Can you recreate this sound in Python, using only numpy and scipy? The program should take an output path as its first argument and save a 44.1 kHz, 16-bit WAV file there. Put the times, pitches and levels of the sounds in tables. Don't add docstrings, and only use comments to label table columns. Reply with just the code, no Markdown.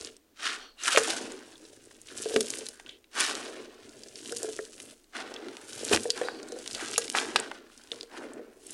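import sys
import numpy as np
from scipy import signal
from scipy.fft import rfft, irfft
from scipy.io import wavfile
from scipy.ndimage import map_coordinates

SR = 44100
rng = np.random.default_rng(int(sys.argv[2]) if len(sys.argv) > 2 else 0)


def master_out(mix):
    frames = np.transpose(np.atleast_2d(mix))
    ceiling = np.clip(frames, -1, 1)
    pcm = np.round(ceiling * 32767).astype(np.int16)
    wavfile.write(sys.argv[1], SR, pcm)


N = 384993
TIME = np.arange(N) / SR
BINS = np.maximum(np.arange(2049) * SR / 4096, 1)

# frequency in Hz, relative level in dB.
HISS_COLOUR = [(12, -21.5), (20, 6), (32, -15.5), (64, -10), (133, -24), (289, -4), (439, -11.5),
               (881, -22), (3000, -25), (8880, -29.5), (11400, -31.5), (13100, -30), (15500, -29.5)]
HISS_DB = -65.5

REFLECTION_DELAYS = (0.001405, 0.0026, 0.0031)

# start in seconds, thud in dB,
# soft mass on the heap in dB, grit in dB.
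DROPS = [(.01, -49, -60, -62), (0.978, -46, -45, -40), (2.36, -51, -31.5, -53.5),
         (5.928, -31, -23.5, -30.5)]
DROP_RISE_S, DROP_HOLD_S, DROP_FADE_S = 0.018, 0.016, 0.043
DROP_DUST_DB = -15.5

# start in seconds, level in dB.
FLOOR_HITS = [(.974, -12), (5.9302, -30), (6.2857, -26), (6.98, -25), (7.1499, -21.5), (7.3595, -17),
              (7.5152, -37.5)]
# frequency in Hz, relative level in dB, t60 in seconds.
FLOOR_RINGS = [(590, -8.5, 0.037), (803, -9.5, 0.047), (928, 0, 0.016), (1260, 5, 0.012),
               (1530, 1.5, 0.017), (1652, -14.5, 0.12)]

# start in seconds, level in dB, nominal pitch in Hz.
LUMP_LANDINGS = [(0.949, -21.5, 536), (.973, -14.5, 467), (1.626, -43, 332), (2.258, -21.5, 443),
                 (2.309, -26, 469), (2.339, -24, 447), (2.361, -12.5, 422), (2.364, -20, 244),
                 (2.409, -25.5, 426), (2.612, -36, 446), (4.323, -27.5, 460), (4.432, -27.5, 456),
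                 (4.445, -23, 436), (4.486, -27, 445), (4.591, -24, 425), (5.45, -46, 350),
                 (5.466, -34, 355), (5.913, -16.5, 440), (5.93, -26.5, 444), (6.055, -19.5, 465),
                 (6.092, -28, 458), (6.214, -17.5, 487), (6.249, -28, 508), (6.523, -30, 483),
                 (6.563, -33, 494), (6.981, -25.5, 457), (7.919, -32, 477), (8.03, -38, 486),
                 (8.369, -35, 438), (8.394, -32, 486)]
# nominal multiple of its pitch, relative level in dB, t60 in seconds.
LUMP_RINGS = [(.5, -17, 0.031), (.78, -14, 0.022), (1, 4, 0.069), (1.171, -3.5, 0.045), (1.45, -6, .03),
              (1.85, -9.5, 0.011), (3.7, -12, .022)]

# start in seconds, length in seconds,
# pitch midway in Hz, level before the fade shape in dB, width in Hz.
CHIP_SQUEALS = [(.57, .21, 4380, -56, 130), (.56, .17, 3200, -53, 350), (.58, .13, 5850, -61, 160),
                (.55, .19, 1380, -54, 220), (.766, .12, 2800, -50, 120), (.775, .06, 3960, -51, 140),
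                (.868, .05, 1590, -28, 330), (2.861, .13, 3250, -52, 450), (3.15, .08, 1500, -33, 400),
                (6.22, .11, 3860, -47, 70), (6.225, .15, 4650, -49, 180), (6.3, .16, 4480, -54, 400),
                (6.46, .16, 4070, -57, 140)]

# start in seconds, length in seconds,
# pitch midway in Hz, level before the fades in dB.
CUPPINGS = [(1.303, 0.26, 1610, -60.5), (1.576, 0.49, 1760, -77), (2.046, 0.86, 1620, -60),
            (3.575, 0.24, 1440, -75), (3.861, 0.26, 1790, -75), (4.168, 0.56, 1610, -64.5),
            (5.36, 0.65, 1566, -66), (6.492, 0.2, 1620, -74), (7.498, 0.37, 1530, -67)]
# multiple of its pitch, relative level in dB, width in Hz.
HOLLOW_RINGS = [(1, 13.5, 230), (1.85, -3.5, 450), (2.72, 2, 450)]

# frequency in Hz, relative level in dB.
HEAP_COLOUR = [(50, -51.5), (81, -20), (118, -1.5), (172, -21.5), (215, -3), (247, 0), (303, 0.5), (386, 1),
               (446, 3), (492, -2), (626, -5.5), (698, -12.5), (797, -9), (900, -32.5), (1170, -60),
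               (1980, -120)]
# frequency in Hz, relative level in dB.
GRIT_COLOUR = [(290, -38.5), (500, -17), (537, 2.5), (696, -10.5), (803, -6), (1290, 1), (1510, 3),
               (2200, -6.5), (2900, -2.5), (3740, -5), (6000, -12), (9000, -13.5), (11400, -16),
               (12500, -28), (15500, -24.5)]

# start in seconds, level of the whole click in dB, centre in Hz,
# crumbling against the first impulse in dB, spread of the colour in octaves.
LUMP_SNAPS = [(.0116, -16, 5300, -9, .5), (.048, -13, 5100, -14, 0.53), (.167, -28, 6360, -9, 0.86),
              (.836, -8, 6440, 3, .5), (.8575, -5, 2194, -6, 0.64), (.961, 4, 2720, 3, 0.54),
              (.974, 10, 1000, 25, 0.93), (.977, -3, 1080, 20, 1.5), (.983, -2, 3000, 15, 1.1),
              (1.035, -7, 7000, -2, 0.77), (1.166, -13, 7500, 0, 0.34), (1.32, -18, 6960, 1, 0.6),
              (1.556, -28, 3400, 3, .25), (1.5794, -30, 5600, 1, 0.86), (1.652, -27.5, 4840, 1, 0.33),
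              (1.91, -28, 1000, 18, 0.88), (2.016, -23.5, 8400, -6, 0.47), (2.086, -21.5, 2760, 10, 0.57),
              (2.1765, -12, 7400, -18, 0.4), (2.222, -14, 6960, -22, 0.5), (2.227, -12.5, 7900, -11, 0.49),
              (2.362, 1, 2000, 17, 1.4), (2.407, 0, 5700, 15, 1.1), (2.463, -19, 7640, -9, 0.36),
              (2.504, -4.5, 7260, -6, 1.1), (2.538, -11.5, 2700, -19, 0.78), (2.6655, -12.5, 4000, 8, 1.07),
              (2.687, -10.5, 7000, -2, 1.15), (2.798, -20, 1580, 14, 1.3), (2.863, -21.5, 3100, -13, 0.26),
              (2.892, -14.5, 3310, 12, 0.27), (3.043, -32, 3000, -5.5, 0.67),
              (3.203, -2.5, 9440, 14.5, .15), (3.3525, -9, 4460, -3, 0.87), (3.893, -27, 5360, 3, 0.77),
              (4.035, -19, 4620, 0, 0.74), (4.085, -24, 5450, 4, .6), (4.157, -17, 4060, -2, 0.53),
              (4.258, -18.5, 2890, 4, 0.5), (4.3224, -12, 6800, -17, 0.72), (4.324, -15, 1570, -1, 0.16),
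              (4.3646, -14, 7150, -6, 0.62), (4.369, -8, 7900, 0, 0.83), (4.3833, -14, 8000, -6, 0.55),
              (4.431, -8, 8400, -12, 0.76), (4.5895, -12, 1595, 9, 0.31), (4.801, -18.5, 2930, 1, 1.34),
              (5.043, -38, 3600, -6, .7), (5.34, -17, 4890, 16, 0.67), (5.363, -16, 3240, -6, 0.38),
              (5.485, -19.5, 2010, -3, 1.3), (5.569, -17.5, 2030, -3, 2), (5.731, -18, 4700, 2, .8),
              (5.85, -8, 7500, -5, 0.37), (5.887, -11.5, 4400, -6, 0.38), (5.913, -18, 4030, 15, 1.3),
              (5.932, 2, 2680, 2, 0.43), (5.9475, 0, 4350, -7, 0.91), (5.962, -0.5, 3100, -29, 1.6),
              (5.973, -4, 1780, -18, 0.77), (6.034, -12, 6800, -3, 0.77), (6.104, 4, 4470, -5, 0.52),
              (6.214, -12.5, 1480, 7, 1.3), (6.43, -21, 5450, -7, 0.67), (6.487, -23, 7150, -3, 0.77),
              (6.5216, -18, 5700, -7, 0.71), (6.5885, -20, 6150, -2, 0.88), (6.661, -17, 2390, 5, 1.3),
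              (6.677, -9.5, 4400, -14, 1.1), (6.7115, -14, 4250, -8, 0.66), (6.7316, -14, 6500, -1, 0.53),
              (6.749, -7.5, 3770, 3, 0.88), (6.8848, -16, 4000, -13, 0.97), (6.913, -14, 7000, -6, 0.46),
              (6.96, -7.5, 2940, 6, 0.33), (6.9795, 5.5, 8100, 22, 1.8), (7.08, -13, 3440, 3, 1.6),
              (7.1, -6.5, 5950, -18, 1.1), (7.126, -16, 7500, -10, 0.55), (7.152, -2.5, 1840, 10, .55),
              (7.186, 0, 2940, -20, 0.54), (7.36, 6, 3390, 11, 0.76), (7.4, -6.5, 8200, -9, 0.26),
              (7.514, -11, 1370, 17, 0.67), (7.777, -25.5, 6450, -3, 0.51), (7.837, -28.5, 6840, -3, 0.72),
              (7.9175, -6, 3570, -10, 0.35), (8.01, -12.5, 3950, -11, 0.36),
              (8.031, -18.5, 4540, -11, 0.97), (8.335, -25, 8400, -5, 0.46), (8.668, -19.5, 8800, -3, .5),
              (8.707, -15.5, 8840, 3, 0.44)]
LUMP_RING_OCTAVES = .05
CRUMBLE_S, CRUMBLE_TAIL_S = .0013, .0045

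CRUMBS_PER_S, CRUMB_DB, CRUMB_SCATTER_DB = 28, 15.5, 4
CRUMB_HZ, CRUMB_SCATTER_OCTAVES, CRUMB_CHATTER_DB, CRUMB_OCTAVES = 5930, 0.4, 0, 0.9

# start in seconds, rise in seconds, hold in seconds,
# chips at the first bite in dB, chips dragged on in dB, slowing of the drag in dB per second,
# grit against the chips in dB, sand against the chips in dB, dust against the sand in dB,
# soft mass of the heap in dB, length of the push in seconds.
HAND_SWEEPS = [(0.371, 0.096, 0.042, -37, -52.5, 118, 0.5, -7, -35, -48, 0.078),
               (0.788, 0.11, 0.039, -40.5, -34.5, 54.7, -0.5, -0.5, -20.5, -47, 0.22),
               (1.052, 0.028, 0.016, -46, -52.5, 67.4, 10.5, 11.5, -36, -40, 0.19),
               (3.123, 0.072, 0.083, -36.5, -42.5, 43.9, 1, -1.5, -17, -44.5, 0.47),
               (5.124, 0.044, 0.034, -42, -49.5, 27, -2.5, -9.5, -22, -47, 0.38),
               (6.147, 0.022, 0.023, -44, -48.5, 36.7, -4, -6.5, -28, -46, 0.43),
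               (7.127, 0.033, 0.034, -36, -40.5, 60.3, -1, -4, -26, -40, 0.26),
               (7.343, 0.03, 0.024, -40.5, -51, 77.2, -1.5, -12.5, -15, -57, 0.092),
               (8.081, 0.08, 0.022, -47, -48.5, 60.7, -9, -11, -16, -45, 0.29)]
SWEEP_DEPTH_DB = 27.5
BITE_DB_PER_S, SETTLE_DB_PER_S = 186, 76
DULLING_DB_PER_S = 12

# start in seconds, swell in seconds, hold in seconds,
# fade in seconds, sand in dB, coarseness in dB per size class, dust against the sand in dB,
# patter on the heap in dB.
HAND_POURS = [(0, 0.00085, 0.077, 0.1, -52.5, -1.5, -25, -51),
              (1.302, 0.22, 0.26, 0.96, -64, -2, -20, -57.5),
              (1.966, 0.23, 0.39, 0.29, -47, -2.5, -14.5, -47),
              (2.803, 0.046, 0.023, 0.13, -76, 9, -7.5, -52.5),
              (3.609, 0.27, 0.23, 0.091, -64.5, -1.5, -21.5, -54.5),
              (3.895, 0.39, 0.22, 0.5, -47, -4.5, -17, -48),
              (4.752, 0.024, 0.14, 0.074, -61.5, 0.5, -1, -56),
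              (5.551, 0.33, 0.035, 0.41, -41, -2.5, -13, -40.5),
              (6.442, 0.29, 0.3, 0.35, -45.5, -1.5, -21.5, -48),
              (6.76, 0.044, 0.024, 0.13, -59.5, 13.5, -6, -48), (7.612, .12, 0.16, 0.31, -65, 2, -7, -62.5),
              (7.901, 0.019, 0.029, 0.18, -55, 2, -12, -50.5),
              (8.552, 0.17, .1, .1, -50.5, -3.5, -7, -50.5)]
POUR_DEPTH_DB = 23.5
POUR_CHIPS_DB, FALLING_STONES_DB = -6, -2.5

# centre in seconds, extra level in dB.
GRIT_SURGES = [(0.88, 6), (.929, 3.5), (1.107, 7), (3.207, 6), (7.172, 5)]
SURGE_S = 0.0067

THUMP_BAND, STONE_BAND, CHIP_BAND = (55, 142), (620, 1100), (1100, 2400)
GRIT_BAND, SAND_BAND, DUST_BAND = (2400, 6000), (6000, 10000), (9200, 11250)
AIR_BAND = (13000, 15500)
AIR_DB = -37
COLOUR_SWELL_DB = 1.2
DRAG_DENSITY = 4
TOP_HZ = 15900


def undb(db):
    return 10 ** (np.asarray(db) / 20)


def unit(x):
    return x / np.sqrt(np.mean(x ** 2))


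def colour(points):
    hz, db = np.transpose(points)
    return undb(np.interp(np.log(BINS), np.log(hz), db))


def hump(hz, octaves):
    return 1 / (1 + (np.log2(BINS / hz) / octaves) ** 2)


def band(lo, hi):
    return 1 / np.sqrt((1 + (lo / BINS) ** 12) * (1 + (BINS / hi) ** 22))


def high_pass(low_hz):
    return BINS ** 2 / (BINS ** 2 + low_hz ** 2)


def response(gain):
    cepstrum = irfft(np.log(gain + 1e-6))
    half = len(cepstrum) // 2
    cepstrum[1:half] *= 2
    cepstrum[half + 1:] = 0
    return irfft(np.exp(rfft(cepstrum)))


def through(x, impulse):
    return signal.fftconvolve(x, impulse)[:len(x)]


def split(x, gain):
    centred = np.roll(irfft(gain), len(gain) - 1)[1:]
    return signal.fftconvolve(x, centred, mode="same")


def add(out, s, sound):
    i = max(int(s * SR), 0)
    out[i:i + len(sound)] += sound[:N - i]


def wander(rate):
    return np.interp(TIME * rate, np.arange(4096), rng.standard_normal(4096))


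def contacts(rate, spread_db):
    chance = np.clip(rate / SR, 0, 1)
    size = undb(spread_db * np.minimum(rng.exponential(size=N), 5))
    hits = rng.random(N) < chance
    return unit(hits * size * rng.choice([-1, 1], N) / np.sqrt(chance))


def resonance(hz, width_hz):
    t = TIME[:4096]
    ring = np.exp(-np.pi * width_hz * t) * np.sin(2 * np.pi * hz * t)
    ring = through(ring, response(band(hz / 2, 10000)))
    return ring / np.linalg.norm(ring)


def steady_hiss():
    noise = through(rng.standard_normal(N), response(colour(HISS_COLOUR)))
    return undb(HISS_DB) * unit(noise)


def room(x, early_db, wander_s, late_db, t60_s):
    t = TIME[:SR]
    early = sum(map_coordinates(x, [(TIME - delay - wander_s * wander(3)) * SR])
                for delay in REFLECTION_DELAYS)
    walls = colour([(100, 14.0), (400, 11.0), (1500, -5.0), (3200, -13.0),
                    (4400, 2.5), (5200, -5.5), (12000, -1.0)])
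    late = through(rng.standard_normal(SR), response(walls))
    late = late * undb(-60 * t / t60_s) * (t > .01)
    tail = through(x, undb(late_db) * late / np.linalg.norm(late))
    return x + undb(early_db) * early + tail


def thuds(hz, t60_s, push_s):
    out, t = np.zeros(N), TIME[:8192]
    ring = np.sin(2 * np.pi * hz * t) * undb(-60 * t / t60_s) * (1 - np.exp(-t / push_s))
    for s, db, *_ in DROPS:
        add(out, s, undb(db) * ring)
    return out


def slams(low_hz):
    out, t = np.zeros(N), TIME[:8192]
    ring = sum(undb(db - 60 * t / t60) * np.sin(2 * np.pi * hz * t) for hz, db, t60 in FLOOR_RINGS)
    ring = through(ring, response(high_pass(low_hz)))
    for s, db in FLOOR_HITS:
        add(out, s, undb(db) * ring)
    return out


def knocks(push_s, scatter, low_hz):
    out, t = np.zeros(N), TIME[:8192]
    for s, db, hz in LUMP_LANDINGS:
        detune = 1 + scatter * rng.standard_normal(len(LUMP_RINGS))
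        ring = sum(undb(mode_db - 60 * t / t60) * np.sin(2 * np.pi * hz * ratio * d * t)
                   for (ratio, mode_db, t60), d in zip(LUMP_RINGS, detune))
        add(out, s, undb(db) * ring * (1 - np.exp(-t / push_s)))
    return through(out, response(high_pass(low_hz)))


def squeals(rise, sag):
    out = np.zeros(N)
    for s, length, hz, db, width_hz in CHIP_SQUEALS:
        progress = TIME[:int(length * SR)] / length
        place = np.cumsum(1 + sag * (.5 - progress))
        tone = map_coordinates(through(rng.standard_normal(SR), resonance(hz, width_hz)), [place])
        add(out, s, undb(db) * unit(tone) * np.interp(progress, [0, rise, 1], [0, 1, 0]))
    return out


def cupped_hands(rate, rise, fall, narrowing):
    out, grains = np.zeros(N), contacts(rate, spread_db=7.0)
    for s, length, hz, db in CUPPINGS:
        progress = TIME[:int(length * SR)] / length
        hollow = sum(undb(mode_db) * resonance(hz * ratio, width_hz)
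                     for ratio, mode_db, width_hz in HOLLOW_RINGS)
        place = np.cumsum(1 + narrowing * (progress - .5))
        ring = map_coordinates(through(grains[int(s * SR):][:SR], hollow), [place])
        fades = np.minimum(np.minimum(progress / rise, (1 - progress) / fall), 1)
        add(out, s, undb(db) * unit(ring) * fades)
    return out


def landing(mass_db, db):
    bass = band(*THUMP_BAND) * hump(125, .54)
    return undb(mass_db + db) * unit(through(contacts(rate=140, spread_db=3), response(bass)))


def heap(mass_db, chips_db, dragged):
    pitches = np.geomspace(200, 620, 5)
    rate = 40 + 60 * dragged
    patter = sum(through(contacts(rate, spread_db=2.2), response(colour(HEAP_COLOUR) * hump(hz, .45)))
                 for hz in pitches)
    clacks = through(contacts(rate=260, spread_db=1.0), response(band(*STONE_BAND)))
    stones_db = chips_db - 2.0 - 1.44 * np.maximum(chips_db - mass_db - 3.5, 0)
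    return undb(mass_db) * unit(patter) + undb(stones_db) * unit(clacks)


def swell(s, rise_s, hold_s, fade_s, depth_db):
    age = TIME - s
    before = np.maximum(1 - age / rise_s, 0)
    after = np.maximum(age - rise_s - hold_s, 0) / fade_s
    return -depth_db * (before + after)


def together(levels):
    return 10 * np.log10(sum(np.exp(np.maximum(level, -120) * np.log(10) / 10) for level in levels))


def dropping():
    for s, _, mass_db, grit_db in DROPS:
        mix = np.array([mass_db, grit_db, grit_db, grit_db, grit_db + DROP_DUST_DB])
        yield mix[:, None] + swell(s - DROP_RISE_S, DROP_RISE_S, DROP_HOLD_S, DROP_FADE_S, POUR_DEPTH_DB)


def pouring():
    for s, rise_s, hold_s, fade_s, sand_db, coarse_db, dust_db, mass_db in HAND_POURS:
        chips_db = sand_db + POUR_CHIPS_DB + 2 * coarse_db
        mix = np.array([mass_db, chips_db, sand_db + coarse_db, sand_db, sand_db + dust_db])
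        yield mix[:, None] + swell(s, rise_s, hold_s, fade_s, POUR_DEPTH_DB)


def sweeping():
    for (s, rise_s, hold_s, bite_db, drag_db, slowing,
         grit_db, sand_db, dust_db, mass_db, push_s) in HAND_SWEEPS:
        age = np.maximum(TIME - s, 0)
        onset = -SWEEP_DEPTH_DB * np.maximum(1 - (TIME - s) / rise_s, 0) ** 1.79
        coast = np.maximum(age - rise_s - hold_s, 0)
        chips = onset + np.maximum(bite_db - BITE_DB_PER_S * coast, drag_db - slowing * coast)
        mass = onset + mass_db - SETTLE_DB_PER_S * np.maximum(age - push_s, 0)
        sand = chips + sand_db - DULLING_DB_PER_S * coast
        yield np.array([mass, chips, chips + grit_db, sand, sand + dust_db])


def surges():
    return sum(db * np.exp(-((TIME - s) / SURGE_S) ** 2) for s, db in GRIT_SURGES)


def crumbs(sand_db):
    chance = rng.random((300, 2))
    scatter = rng.standard_normal(chance.shape)
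    rows = []
    for (s, luck), (size, pitch) in zip(chance * [TIME[-1], len(chance)], scatter):
        if luck < CRUMBS_PER_S * TIME[-1]:
            db = sand_db[int(s * SR)] + CRUMB_DB + CRUMB_SCATTER_DB * size
            hz = CRUMB_HZ * 2 ** (CRUMB_SCATTER_OCTAVES * pitch)
            rows.append((s, db, hz, CRUMB_CHATTER_DB, CRUMB_OCTAVES))
    return rows


def snaps(rows, crumble_s, tail_s, tail_db, low_hz, edge_hz):
    out, t = np.zeros(N), TIME[:4096]
    reach = band(low_hz, edge_hz) ** 2 + undb(AIR_DB) * band(*AIR_BAND)
    for s, db, hz, crumble_db, octaves in rows:
        decay = np.exp(-t / crumble_s) + undb(tail_db) * np.exp(-t / tail_s)
        fragments = rng.standard_normal(len(t)) * decay
        force = undb(crumble_db) * fragments / np.linalg.norm(fragments)
        force[0] += 1
        rings = 1 + sum(hump(hz * 2 ** (octaves * offset), LUMP_RING_OCTAVES)
                        for offset in rng.uniform(-1, 1, 2))
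        click = through(force, response(hump(hz, octaves) * rings * reach))
        add(out, s, undb(db) * click / np.linalg.norm(click))
    return out


def crackle(rate, spread_db, octaves, rub_db):
    rings = np.array([hump(hz, octaves) for hz in np.geomspace(1400, 10000, 6)])
    rings /= np.sqrt(np.sum(rings ** 2, axis=0))
    grains = sum(through(contacts(rate, spread_db), response(ring)) for ring in rings)
    return unit(grains) + undb(rub_db) * rng.standard_normal(N)


def moving_grit(chips_db, grit_db, sand_db, dust_db, dragged):
    rate = 380 * (undb(np.maximum(chips_db + 55.0, 0) * .6) + DRAG_DENSITY * dragged)
    grains = crackle(rate, spread_db=4.2, octaves=.8, rub_db=-9)
    grains = grains * undb(1.9 * wander(60) + 1.57 * dragged * wander(400))
    sizes = [(CHIP_BAND, chips_db), (GRIT_BAND, grit_db), (SAND_BAND, sand_db),
             (DUST_BAND, dust_db), (AIR_BAND, sand_db + AIR_DB)]
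    out = np.zeros(N)
    for edges, db in sizes:
        level = undb(db + COLOUR_SWELL_DB * wander(35))
        out += level * unit(split(grains, band(*edges) * colour(GRIT_COLOUR)))
    return out


def scene():
    poured = together(pouring())
    pushed = together([*sweeping(), *dropping()])
    poured_mass_db, poured_chips_db, _, poured_sand_db, _ = poured
    _, pushed_chips_db, *_ = pushed
    mass_db, chips_db, grit_db, sand_db, dust_db = together([poured, pushed])
    dragged = undb(pushed_chips_db - chips_db) ** 2
    stone_chips_db = together([pushed_chips_db, poured_chips_db + FALLING_STONES_DB])

    dry = thuds(hz=92, t60_s=0.11, push_s=0.005)
    dry += slams(low_hz=477)
    dry += knocks(push_s=0.0019, scatter=0.029, low_hz=129)
    dry += squeals(rise=0.33, sag=.012)
    dry += cupped_hands(rate=1600, rise=0.06, fall=0.13, narrowing=0.073)
    dry += landing(poured_mass_db, db=-17.5)
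    dry += heap(mass_db, stone_chips_db, dragged)
    dry += snaps(LUMP_SNAPS + crumbs(poured_sand_db), CRUMBLE_S, CRUMBLE_TAIL_S,
                 tail_db=-1.5, low_hz=278.0, edge_hz=11200)
    dry += moving_grit(chips_db, grit_db, sand_db, dust_db, dragged) * undb(surges())
    heard = room(dry, early_db=-16, wander_s=.0003, late_db=-19.5, t60_s=0.27)
    return (heard + steady_hiss())[None]


def record(dry):
    low_pass = signal.ellip(8, .2, 70, TOP_HZ, fs=SR, output="sos")
    return signal.sosfilt(low_pass, np.clip(dry, -.85, .85))


dry = scene()
out = record(dry)
master_out(out)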